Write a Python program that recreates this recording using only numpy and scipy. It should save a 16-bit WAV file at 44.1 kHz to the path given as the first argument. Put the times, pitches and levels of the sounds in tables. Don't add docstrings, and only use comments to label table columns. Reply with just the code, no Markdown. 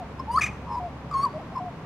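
import sys
import numpy as np
from scipy import signal
from scipy.fft import rfft, irfft
from scipy.io import wavfile
from scipy.ndimage import map_coordinates

SR = 44100
rng = np.random.default_rng(int(sys.argv[2]) if len(sys.argv) > 2 else 0)


def dump(signal):
    limited = np.clip(np.atleast_2d(signal).T, -1, 1)
    pcm = np.round(limited * 32767).astype(np.int16)
    wavfile.write(sys.argv[1], SR, pcm)


N = 81585

WHISTLE_CURVES = { "upslur": [(.274, 812, -37, -73), (.285, 879, -31.5, -70), (.308, 935.5, -21.5, -60),
                  (.317, 947, -28, -42.5), (.331, 981, -35.5, -40.5), (.344, 997, -22, -37),
                  (.356, 1039, -18, -40.5), (.364, 1079, -15.5, -33), (.369, 1164, -29, -42.5),
                  (.375, 1159, -11.5, -37), (.38, 1342, -16, -36), (.384, 1263, -10, -32.5),
                  (.388, 1140, -22.5, -34), (.394, 1115, -35, -40.5), (.399, 1100, -20, -28)],
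                  "voice break": [(.39, 1890, -31, -51), (.395, 1740, -26.5, -45), (.399, 1690, -29.5, -33),
                  (.404, 1780, -31, -31)], "long whistle": [(1.133, 1192, -36, -47),
                  (1.141, 1149, -23, -39), (1.147, 1098, -22, -40.5), (1.153, 1067, -19.5, -44.5),
                  (1.17, 1088, -19, -43.5), (1.181, 1095, -26.5, -39), (1.2, 1082, -19.5, -46),
                  (1.226, 1117, -32.5, -39.5), (1.237, 1150, -17, -38), (1.248, 1136, -15.5, -46.5),
                  (1.253, 1140, -23.5, -34.5), (1.259, 1056, -18, -48), (1.269, 988, -22, -45),
                  (1.279, 916, -37, -68), (1.292, 974, -36.5, -68)], }
SOFT_AIRY_NOTE_CURVES = { "opening low note": [(0, 770, -37, -76), (.03, 688, -33, -79),
                         (.045, 650, -56, -80)], "first pip": [(.193, 1000, -43, -54), (.2, 1064, -25, -49),
                         (.209, 1047, -32, -63), (.218, 1050, -39, -75)],
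                         "trill landing": [(.762, 1009, -32, -56), (.774, 978, -24.5, -54),
                         (.785, 973, -25.5, -53), (.8, 1014, -40, -60.5)],
                         "first low note": [(.8, 747, -30.5, -79), (.812, 720, -33, -70),
                         (.84, 713, -30, -64), (.87, 697, -30.5, -69), (.893, 623, -40, -76)],
                         "second pip": [(1.112, 1260, -33.5, -42.5), (1.117, 1182, -27, -49.5),
                         (1.123, 1140, -38, -58), (1.13, 1170, -21.5, -45)],
                         "low hook": [(1.335, 600, -40, -80), (1.36, 624, -29.5, -78),
                         (1.38, 625, -31.5, -70), (1.388, 725, -44, -78), (1.398, 813, -36, -67),
                         (1.415, 655, -39, -75), (1.43, 585, -40, -77)], "lead-in": [(1.515, 620, -42, -82),
                         (1.533, 686, -41.5, -74), (1.548, 850, -36.5, -64)],
                         "short whistle": [(1.551, 1026, -38, -66.5), (1.56, 1082, -27, -50.5),
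                         (1.565, 1073, -31, -51), (1.572, 979, -22.5, -68), (1.58, 1038, -24.5, -56),
                         (1.585, 1080, -39, -54), (1.59, 1043, -26, -58), (1.599, 960, -34.5, -65)],
                         "last low note": [(1.597, 814, -36, -69.5), (1.608, 714, -31, -72),
                         (1.635, 724, -32.5, -76), (1.645, 745, -39, -74), (1.66, 717, -31.5, -70.5),
                         (1.686, 704, -32.5, -75), (1.702, 650, -43, -78)], }
# time_s, pitch_hz, tone_db, overtone_db (before the throat's gain)
TRILL_CURVE = [(.67, 976, -33, -74), (.695, 974, -33.5, -65), (.715, 944, -25, -53.5),
               (.737, 952, -27.5, -51.5), (.761, 924, -23, -50)]
# time_s, pitch_hz, level_db (before the throat's gain), roughness (0 to 1)
SQUAWK_CURVE = [(.409, 1228, -29.5, 0.56), (.414, 1261, -22.5, 0.41), (.421, 1155, -16, 0.35),
                (.425, 1113, -25, 0.46), (.433, 1183, -26.5, 0.92), (.439, 1224, -17.5, 0.29),
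                (.444, 1250, -16.5, 0), (.449, 1201, -22, 0), (.454, 1121, -36, 0.9),
                (.463, 1082, -26.5, 0.5), (.474, 908, -30.5, 0.2), (.488, 732, -42, 0.2)]
# frequency_hz, gain_db
WHISTLE_THROAT_GAIN = [(1400, 6.5), (2000, -17.5), (2250, -14.5), (2900, -10.5), (3400, -23.5), (3900, -33.5),
                       (4300, -7), (4650, 2.5), (5000, -14.5), (5400, -15), (6000, -20), (6600, -16),
                       (7700, -27.5), (8800, -16.5), (9600, -18), (10800, -37), (12500, -27.5), (14200, -33),
                       (15300, -41)]
# frequency_hz, gain_db
OPEN_BILL_GAIN = [(700, -19), (1250, -14), (1700, -8.5), (2150, -4.5), (2500, -4), (3100, -19), (3700, -26),
                  (4900, -24), (6200, -18), (7400, -24), (8800, -29.5), (10000, -38), (12500, -37.5),
                  (15000, -62)]
# frequency_hz, gain_db
SOFT_VOICE_GAIN = [(1400, -2), (2200, -7), (3200, -19), (4200, -13.5), (4750, -10), (5050, -3.5), (5270, 2),
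                   (5550, -18), (6300, -25.5), (7400, -14.5), (8200, -26.5), (8900, -19.5), (10000, -31),
                   (11500, -25.5), (12700, -21.5), (13800, -32), (15500, -41)]
# frequency_hz, relative_db
RUMBLE_SPECTRUM = [(15, -16), (25, -27), (48, -10), (140, 1), (289, -7), (331, -10.5), (551, -12),
                   (614, -12), (684, -14), (761, -12.5), (1080, -13.5), (1340, -19.5), (2490, -27.5),
                   (3250, -34), (6200, -44), (7490, -49.5), (15500, -61)]
# frequency_hz, side_minus_mid_db
RUMBLE_WIDTH = [(30, -15), (120, -27.5), (300, -17), (1000, -9.5), (3000, 0), (8000, 0.5), (14000, 0)]
# time_s, level_db
HUM_ENVELOPE = [(0, -49.5), (.3, -40.5), (.7, -44.5), (1.08, -46.5), (1.22, -45), (1.38, -53),
                (1.85, -62.5)]

WHISTLE_AIR_DB, SOFT_AIR_DB = -14, -8


def fluted_note(curve, throat, air_db, bend=1, swell=1, waver=.006):
    gate, hz, tone_db, overtone_db = note_controls(curve)
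    hz = hz * bend * (1 + waver * walk(rate_hz=700))
    tone = np.sin(2 * np.pi * np.cumsum(hz) / SR)
    air = undb(air_db) * unit(colour(rng.standard_normal(N), throat))
    overtones = harmonics(hz, gate, throat, lowest=2)
    return gate * swell * (undb(tone_db) * tone + undb(overtone_db) * (overtones + air))


def harmonics(hz, gate, throat, lowest, uneven_db=4.5, uneven_rate_hz=45):
    on, total = gate > 0, np.zeros(N)
    cycles = np.cumsum(hz)[on] / SR
    steps = np.arange(len(cycles)) * uneven_rate_hz / SR
    for k in range(lowest, 26):
        drift = np.interp(steps, np.arange(64), rng.standard_normal(64))
        uneven = undb(uneven_db * drift * (1 - 1 / k) ** 2)
        wave = np.sin(2 * np.pi * (k * cycles + rng.random()))
        harmonic_hz = k * hz[on]
        total[on] += wave * uneven * response(throat, harmonic_hz) * (harmonic_hz < SR / 2)
    return total


def trill(rate_hz=95, crest_s=.7245, swing=.096, dip=.2):
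    unsteady_s = np.arange(N) / SR + .0009 * walk(rate_hz=31)
    flutter = np.cos(2 * np.pi * rate_hz * (unsteady_s - crest_s))
    bend, swell = 1 + swing * flutter, 1 + dip * (flutter - 1)
    return fluted_note(TRILL_CURVE, SOFT_VOICE_GAIN, SOFT_AIR_DB, bend, swell)


def squawk(jitter=.07, shimmer=.45, chaos_rate_hz=900, rasp_db=-4):
    gate, hz, level_db, roughness = note_controls(SQUAWK_CURVE)
    hz = hz * (1 + jitter * roughness * walk(chaos_rate_hz))
    voice = harmonics(hz, gate, OPEN_BILL_GAIN, lowest=1)
    voice *= 1 + shimmer * roughness * walk(chaos_rate_hz)
    rasp = unit(colour(rng.standard_normal(N), OPEN_BILL_GAIN)) * undb(rasp_db) * roughness
    return gate * undb(level_db) * (voice + rasp)


def note_controls(curve, edge_s=.004):
    t, rows = np.arange(N) / SR, np.array(curve)
    times = np.sort(rows[:, 0])
    ramp = np.clip(np.minimum(t - times[0], times[-1] - t) / edge_s + .5, 0, 1)
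    gate = np.sin(ramp * np.pi / 2) ** 2
    return [gate] + [np.interp(t, times, column) for column in rows.T[1:]]


def reflections(bird, echo_s=.048, echo_db=-13, tail_db=-20, t60_s=.61, onset_s=.012, pan_db=1.4):
    t = np.arange(N) / SR
    echo_band = signal.butter(2, [1900, 3060], "band", fs=SR, output="sos")
    near = bird + undb(echo_db) * delay(signal.sosfilt(echo_band, bird), echo_s)
    left = near * undb(pan_db / 2)
    right = delay(near, -.000012) * undb(-pan_db / 2)
    decay = np.exp(-np.log(1000) * t / t60_s) * (1 - np.exp(-t / onset_s))
    scatter = (rng.standard_normal(N) + .55 * rng.standard_normal((2, N))) * decay
    tail = signal.fftconvolve(bird[None], unit(scatter) / np.sqrt(N), axes=1)[:, :N]
    return np.array([left, right]) + undb(tail_db) * tail


def distant_rumble(level_db=-38.5, flicker_db=.4):
    mid = colour(rng.standard_normal(N), RUMBLE_SPECTRUM)
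    side = colour(colour(rng.standard_normal(N), RUMBLE_SPECTRUM), RUMBLE_WIDTH)
    return unit(np.array([mid + side, mid - side])) * undb(level_db + flicker_db * walk(rate_hz=8.84))


def low_hum(start_hz=71.55, sag_hz_per_s=3.44, waver_hz=.8):
    t = np.arange(N) / SR
    hz = start_hz - sag_hz_per_s * t + waver_hz * walk(rate_hz=6.9)
    level_db = np.interp(t, *np.array(HUM_ENVELOPE).T)
    return np.sqrt(2) * np.sin(2 * np.pi * np.cumsum(hz) / SR) * undb(level_db)


def undb(db):
    return 10 ** (np.asarray(db) / 20)


def unit(x):
    return x / np.sqrt(np.mean(x ** 2))


def response(points, hz):
    frequency_hz, gain_db = np.array(points).T
    return undb(np.interp(np.log(hz + 1), np.log(frequency_hz), gain_db))


def colour(x, points):
    return irfft(rfft(x) * response(points, np.arange(N // 2 + 1) * SR / N), N)


def walk(rate_hz):
    knots = rng.standard_normal(N)
    return unit(map_coordinates(knots, [np.arange(N) * rate_hz / SR], order=2, mode="mirror"))


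def delay(x, lag_s):
    return map_coordinates(x, [np.arange(N) - lag_s * SR], order=3)


def scene():
    whistles = sum(fluted_note(note, WHISTLE_THROAT_GAIN, WHISTLE_AIR_DB) for note in WHISTLE_CURVES.values())
    soft = sum(fluted_note(note, SOFT_VOICE_GAIN, SOFT_AIR_DB) for note in SOFT_AIRY_NOTE_CURVES.values())
    return distant_rumble() + low_hum() + reflections(whistles + soft + trill() + squawk())


def record(dry, cutoff_hz=15600):
    return signal.sosfilt(signal.ellip(10, .1, 80, cutoff_hz, fs=SR, output="sos"), dry)


dry = scene()
out = record(dry)
dump(out)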